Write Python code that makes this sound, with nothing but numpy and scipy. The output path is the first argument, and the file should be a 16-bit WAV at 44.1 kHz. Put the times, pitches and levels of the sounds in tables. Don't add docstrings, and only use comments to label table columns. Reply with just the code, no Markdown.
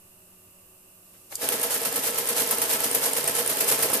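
import sys
import numpy as np
from scipy import signal
from scipy.fft import rfft, irfft
from scipy.io import wavfile
from scipy.ndimage import uniform_filter1d

SR = 44100
rng = np.random.default_rng(int(sys.argv[2]) if len(sys.argv) > 2 else 0)


def master(y):
    cut = np.clip(np.atleast_2d(y).T, -1, 1)
    pcm = np.round(cut * 32767)
    wavfile.write(sys.argv[1], SR, pcm.astype(np.int16))


N = 176400
T = np.arange(N) / SR
START_S, STITCH_S = 1.37, .1097
TURNS_S = np.arange(START_S, T[-1], STITCH_S)
STEEL_GRAIN_DB = -.5

# f/Hz, relative density/dB
STRUCK_STEEL = [(300, -25), (1200, -17), (3000, -6.5), (5000, -9), (7000, -10.5), (8600, 10.5),
                (10000, 9.5), (12300, 9), (14200, 6.5)]
# f/Hz, relative density/dB
SLIDING_STEEL = [(1500, -21), (4000, -7), (7000, -3.5), (8600, -0.5), (10000, 1.5), (11000, -2.5),
                 (12200, 3), (14200, -7)]


def from_db(db):
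    return 10 ** (np.asarray(db) / 20)


def unit_rms(x):
    return x / np.sqrt(np.mean(x ** 2) + 1e-20)


def gain_in_time(curve):
    return from_db(np.interp(T, *np.transpose(curve)))


def gain_in_hz(curve):
    hz, db = np.transpose(curve)
    bins_hz = np.arange(N // 2 + 1) * SR / N
    return from_db(np.interp(np.log(bins_hz + 1e-3), np.log(hz), db))


def white():
    return rng.standard_normal((2, N))


def highpass(x, hz, order=2):
    return signal.sosfilt(signal.butter(order, hz, "high", fs=SR, output="sos"), x)


def stereo(noises, spectrum, width, lean):
    mid, side = rfft(noises)
    side = side * gain_in_hz(width)
    left = np.sqrt(gain_in_hz(lean))
    pair = np.array([(mid + side) * left, (mid - side) / left]) / np.sqrt(left ** 2 + left ** -2)
    return unit_rms(irfft(pair * gain_in_hz(spectrum), N))


def coloured(noises, spectrum):
    # f/Hz, side minus mid/dB
    width = [(60, -69), (150, -23), (380, -11.5), (950, -3.5), (2380, 0), (5970, -1), (15000, 0.5)]
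    # f/Hz, left minus right/dB
    lean = [(60, 0.0), (99, 1.5), (160, -1), (270, 5), (450, -1), (740, -2.5), (1220, 1), (2010, -1),
            (3320, -1), (5490, -0.5), (9070, -4), (15000, 3)]
    return stereo(noises, spectrum, width, lean)


def resonate(x, hz, width_hz):
    r, w = np.exp(-np.pi * width_hz / SR), 2 * np.pi * hz / SR
    return signal.lfilter(np.array([1, 0, -1]) * (1 - r * r) / 2, [1, -2 * r * np.cos(w), r * r], x)


def ring(pushes, hz, t60_s):
    r, w = from_db(-60 / (t60_s * SR)), 2 * np.pi * hz / SR
    return signal.lfilter([0, np.sin(w)], [1, -2 * r * np.cos(w), r * r], pushes[:N] + 1e-18)


def grain(depth_db):
    flicker = unit_rms(uniform_filter1d(rng.standard_normal(N), size=28))
    return unit_rms(from_db(depth_db * np.clip(flicker, -2, 2)))


def blow(at_s, attack_s, decay_s):
    hold_s, bounce_decay_s = .003, .0007
    out, first = np.zeros(N), max(int(at_s * SR), 0)
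    age = np.maximum(T[first:first + SR // 12] - at_s, 0)
    gap_s = .0012 * np.exp(.2 * rng.standard_normal())
    bounces = np.exp((gap_s / 2 - age % gap_s) / bounce_decay_s)
    bounces /= np.sqrt(np.sinh(gap_s / bounce_decay_s) * bounce_decay_s / gap_s)
    rise = np.clip(age / attack_s, 0, 1)
    fall = np.exp(-np.maximum(age - hold_s, 0) / decay_s)
    out[first:first + len(age)] = bounces * rise * fall
    return out


def ringing(chatter, hz, ring_db):
    return unit_rms(chatter + from_db(ring_db) * unit_rms(resonate(chatter, hz, width_hz=880)))


def turning(repeat_share):
    fresh = white()
    one_turn = irfft(np.exp(2j * np.pi * rng.random((2, round(STITCH_S * SR) // 2 + 1))))
    repeating = unit_rms(one_turn[:, np.arange(N) % one_turn.shape[1]])
    return np.sqrt(repeat_share) * repeating + np.sqrt(1 - repeat_share) * fresh


def every_turn(hits):
    return np.transpose([(turn_s + offset_s, db) for turn_s in TURNS_S for offset_s, db in hits])


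def waver(cutoff_hz=7):
    lowpass = signal.butter(2, cutoff_hz, fs=SR, output="sos")
    return unit_rms(signal.sosfilt(lowpass, rng.standard_normal(N + SR))[SR:])


def motor_hum():
    # f/Hz, rms before trim/dB
    partials = [(102, -75.5), (183, -68), (371, -68.5), (555, -76.5), (628, -76.5), (1184, -77.5)]
    out, depth, trim_db = 0, .18, -1.5
    for hz, db in partials:
        height = np.sqrt(2) * from_db(db + trim_db) * (1 + depth * waver())
        out += height * np.sin(2 * np.pi * (hz * T + rng.random()) + depth * waver())
    return out


def idle():
    # f/Hz, relative density/dB
    spectrum = [(25, -6), (50, -14), (75, -10.5), (102, -5.5), (129, -14.5), (175, -8), (215, -12.5),
                (335, -12), (430, -16), (620, -13.5), (780, -19.5), (1160, -18.5), (1500, -24.5),
                (2000, -27), (2350, -27.5), (2550, -21), (2850, -17.5), (3060, -30), (4000, -29),
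                (5000, -26.5), (6300, -25), (8000, -17.5), (12000, -15.5), (14000, -15.5)]
    # f/Hz, side minus mid/dB
    width = [(60, -23), (240, -12), (950, -0.5), (3770, 1.5), (15000, -1)]
    # f/Hz, left minus right/dB
    lean = [(60, -2.5), (180, -1.5), (550, 0.5), (1650, -1.0), (4970, -3), (15000, -3)]
    whirr_hz = 2730
    whirr = unit_rms(resonate(resonate(white(), whirr_hz, width_hz=220), whirr_hz, width_hz=440))
    hiss = stereo(white(), spectrum, width, lean)
    return from_db(-51) * hiss + motor_hum() + from_db(-72) * whirr


def take_up():
    # t/s, level/dB
    envelope = [(1.0, -80), (1.06, -58.5), (1.2, -57.5), (1.29, -58), (1.32, -38.5), (1.37, -38),
                (1.395, -79), (1.43, -49), (1.5, -96)]
    return gain_in_time(envelope) * coloured(white(), SLIDING_STEEL)


def rustle(at_s=1.155, width_s=.015):
    # f/Hz, relative density/dB
    spectrum = [(800, 4), (2500, 5), (5000, -5), (8000, -15), (14000, -21)]
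    swell = np.exp(-.5 * ((T - at_s) / width_s) ** 2)
    return from_db(-60) * swell * coloured(white(), spectrum)


def clutch_thud(at_s=1.324, rise_s=.008, fall_s=.017):
    # f/Hz, relative density/dB
    spectrum = [(40, -17), (100, -0.5), (250, -10), (500, -2), (900, -6), (2200, -10), (4000, -20),
                (14000, -52)]
    envelope = np.exp(-np.maximum((at_s - T) / rise_s, (T - at_s) / fall_s))
    return from_db(-41) * envelope * coloured(white(), spectrum)


def clutch_knock():
    # f/Hz, relative density/dB
    spectrum = [(100, -12), (350, -11), (520, -2), (650, -9), (820, 5), (980, -4), (1150, 9), (1500, -13),
                (2200, -3), (4000, -25), (14000, -45)]
    return from_db(-38) * blow(at_s=1.322, attack_s=.0032, decay_s=.004) * coloured(white(), spectrum)


def latch():
    # t/s, level/dB
    hits = [(1.355, -20), (1.3564, -26), (1.3577, -31)]
    # f/Hz, relative level/dB, t60/s
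    modes = [(4800, -11.5, 0.019), (5970, -18, 0.028), (6900, -3.5, 0.008), (7550, -3, 0.014),
             (8270, 2, 0.012), (9460, -1, 0.008), (11300, -8, .006), (13600, -6, 0.0056)]
    age, out = T[:SR // 20], np.zeros((2, N))
    for at_s, db in hits:
        first = int(at_s * SR)
        for hz, mode_db, t60_s in modes:
            envelope = from_db(db + mode_db - 60 * age / t60_s)
            phase = 2 * np.pi * (hz * age + rng.random((2, 1)) / 2)
            out[:, first:first + len(age)] += envelope * np.sin(phase)
    return highpass(out, hz=3800, order=4)


def mechanism():
    # phase/turns, sliding/dB, linkage/dB, frame/dB
    cycle = [(0, -28, -30, -37), (.085, -38, -28.5, -34), (.16, -29, -29, -39), (.25, -26, -29.5, -36.5),
             (.34, -30, -29.5, -32), (.4, -22, -25, -38), (.48, -23.5, -25, -40.5), (.56, -25, -27.5, -33),
             (.65, -27.5, -27, -34.5), (.75, -26, -31, -39.5), (.87, -33, -30, -36.5)]
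    # f/Hz, relative density/dB
    linkage_spectrum = [(130, -25), (300, -28), (560, 2.5), (900, -2.5), (1060, -3), (1210, -4),
                        (1400, -3.5), (2000, -2.5), (2850, -5), (3200, -6), (4200, -7.5), (5200, -7),
                        (7500, -9.5), (14000, -6)]
    # f/Hz, width/Hz, gain/dB
    linkage_modes = [(845, 40, 1), (920, 35, -1), (1055, 45, -2), (1317, 14, 8), (1680, 70, -3),
                     (2730, 74, -7), (3070, 160, -6), (4860, 110, -6)]
    # f/Hz, relative density/dB
    frame_spectrum = [(25, -8), (70, -17), (93, -3), (116, -44), (143, -10), (172, -15), (222, -8),
                      (270, -5.5), (335, -9), (400, -8), (472, 8.5), (570, -12.5), (655, -10), (740, -23),
                      (900, -8), (1500, -37)]
    rasp_at_s, rasp_width_s = .025, .018
    phase, *levels_db = np.transpose(cycle)
    turns = (T - START_S) / STITCH_S
    slide, link, frame = [from_db(np.interp(turns, phase, db, period=1)) for db in levels_db]
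    from_rasp_s = (T - START_S) % (3 * STITCH_S) - rasp_at_s
    rasp = np.exp(-.5 * (from_rasp_s / rasp_width_s) ** 2)
    rough = grain(depth_db=2.1)
    rattle = coloured(turning(repeat_share=.062), linkage_spectrum)
    rattle *= np.hypot(link, from_db(-28.5) * rasp) * rough
    rattle += sum(from_db(db) * resonate(rattle, hz, width_hz) for hz, width_hz, db in linkage_modes)
    sliding = coloured(white(), SLIDING_STEEL) * np.hypot(slide, from_db(-23.5) * rasp) * rough
    rumble = frame * coloured(turning(repeat_share=.44), frame_spectrum)
    return rattle + sliding + rumble


def contacts(spread_db=.3, jitter_s=.0003):
    # t in turn/s, level/dB, attack/s, decay/s, ring f/Hz, ring level/dB
    hits = [(.0066, -17.5, .0006, .0016, 8240, -10), (0.023, -30.5, 0.0013, 0.00078, 9300, 3),
            (0.039, -19.5, 0.0011, 0.0068, 9640, 2), (.046, -16.5, 0.00046, 0.0053, 13300, -6),
            (.0586, -20.5, .0008, .0025, 12000, 12), (.077, -24.5, 0.0015, .0017, 10100, 6)]
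    # t/s, gain/dB
    force = [(1.45, -9), (1.65, -2.5), (2.15, -3), (2.3, -3.5), (3.5, -5.5), (3.75, -5), (4.0, 0.5)]
    out = 0
    for offset_s, db, attack_s, decay_s, hz, ring_db in hits:
        envelope = 0
        for at_s in TURNS_S + offset_s:
            harder, late = rng.standard_normal(2)
            envelope += from_db(db + spread_db * harder) * blow(at_s + jitter_s * late, attack_s, decay_s)
        out += envelope * ringing(coloured(white(), STRUCK_STEEL), hz, ring_db)
    return gain_in_time(force) * out * grain(STEEL_GRAIN_DB)


def arm_thumps(spread_db=2.5, jitter_s=.00031):
    # t in turn/s, level/dB
    hits = [(.007, -28.5), (.032, -33.5), (0.0556, -30), (.064, -36.5), (0.0732, -32)]
    # t/s, gain/dB
    load = [(1.43, 0), (1.53, 5.5), (1.62, 2.5), (2.25, -5), (2.85, -1), (3.6, 1), (3.78, -1.5),
            (3.88, 1.5), (4.0, 4)]
    at_s, db = every_turn(hits)
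    late, harder = rng.standard_normal((len(at_s), 2)).T
    pushes = np.zeros(N + SR)
    pushes[((at_s + jitter_s * late) * SR).astype(int)] = from_db(db + spread_db * harder)
    return gain_in_time(load) * ring(pushes, hz=471.5, t60_s=.06)


def frame_knocks(spread_db=5, jitter_s=.00031):
    # t in turn/s, level/dB
    hits = [(.009, -26), (.036, -26.5), (.057, -25.5), (.067, -26)]
    # f/Hz, relative level/dB, t60/s
    modes = [(95, -31.5, 0.3), (144.2, -20.5, 0.43), (217.8, -20.5, 0.17), (272.3, -12, 0.21),
             (401.2, -12.5, 0.26), (492, -16.5, 0.067), (602, -6.5, 0.043), (657, -6.5, 0.18)]
    at_s, db = every_turn(hits)
    onsets = ((at_s + jitter_s * rng.standard_normal(len(at_s))) * SR).astype(int)
    out = 0
    for k, (hz, mode_db, t60_s) in enumerate(modes):
        harder = np.clip(rng.standard_normal(len(at_s)), -1.5, 1.5)
        pushes = np.zeros(N + SR)
        pushes[onsets] = from_db(db + mode_db + spread_db * harder)
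        out += (-1) ** k * ring(pushes, hz, t60_s) / 2
    return out


def clacks(attack_s=.0002):
    # t/s, level/dB, decay/s, ring f/Hz, ring level/dB
    hits = [(1.4878, -14, .0008, 2900, -7), (1.6148, -25, .002, 11600, 0), (1.6300, -21.5, .003, 11200, -3),
            (1.9585, -23, .004, 10900, 1), (2.1845, -20.5, .0018, 11800, -4),
            (2.2722, -22.5, .002, 9400, -1), (2.2883, -22, .005, 10000, -6),
            (2.5098, -17, .0025, 11800, -6), (2.5824, -21.5, .0015, 9400, 0),
            (2.6176, -18.5, .004, 11900, -6), (2.8036, -21.5, .002, 9100, -4),
            (2.9118, -22, .002, 8500, -2), (2.9482, -16, .003, 12300, 10), (3.1322, -20.5, .0015, 8850, -3),
            (3.2411, -25, .0015, 8700, 0), (3.2758, -20, .0032, 9500, 5), (3.3517, -23.5, .002, 9600, 2),
            (3.4614, -23.5, .0015, 9900, -6), (3.4752, -17, .0016, 10000, -14),
            (3.5705, -25.5, .0015, 8750, 0), (3.6056, -17, .0015, 12000, -3), (3.6811, -24, .002, 9550, -3),
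            (3.6880, -17, .003, 9900, -12), (3.9330, -19.5, .0044, 11000, 0)]
    chatter = coloured(white(), STRUCK_STEEL) * grain(STEEL_GRAIN_DB)
    return sum(from_db(db) * blow(at_s, attack_s, decay_s) * ringing(chatter, hz, ring_db)
               for at_s, db, decay_s, hz, ring_db in hits)


def heel_thuds():
    # t/s, level/dB
    hits = [(3.712, -27), (3.735, -33), (3.848, -29), (3.900, -30), (3.927, -25)]
    # f/Hz, relative density/dB
    spectrum = [(90, -20), (270, -9), (400, 3), (480, 11), (600, -11), (850, -9), (1300, -12), (2500, -37),
                (6000, -48)]
    envelope = sum(from_db(db) * blow(at_s, attack_s=.0032, decay_s=.009) for at_s, db in hits)
    return envelope * coloured(white(), spectrum)


def workshop(x, t60_s=.3, delay_s=.005):
    age = T[:SR // 2]
    tail = white()[:, :len(age)] * from_db(-60 * age / t60_s) * (age > delay_s)
    tail = highpass(tail, hz=242)
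    tail /= np.sqrt(np.sum(tail ** 2) / 2)
    return from_db(-14) * signal.fftconvolve(x, tail, axes=1)[:, :N]


def scene():
    # t/s, gain/dB
    effort = [(1.29, -76), (1.375, -23), (1.402, -14), (1.416, -8), (1.445, -1), (1.55, -3), (1.9, -3),
              (2.25, -3.5), (2.4, -0.5), (2.55, -1), (2.72, -1), (3.0, -1.5), (3.3, -2), (3.58, -1),
              (3.72, 1.5), (3.85, 0.5), (4.0, -1)]
    running = contacts() + mechanism() + frame_knocks() + arm_thumps()
    sewing = gain_in_time(effort) * running + clacks() + heel_thuds()
    starting = latch() + clutch_thud() + take_up() + clutch_knock() + rustle()
    machine = highpass(starting + sewing, hz=102)
    return machine + workshop(machine) + idle()


def record(dry):
    cutoff_hz = 14280
    return signal.sosfilt(signal.ellip(12, .2, 80, cutoff_hz, fs=SR, output="sos"), dry)


dry = scene()
out = record(dry)
master(out)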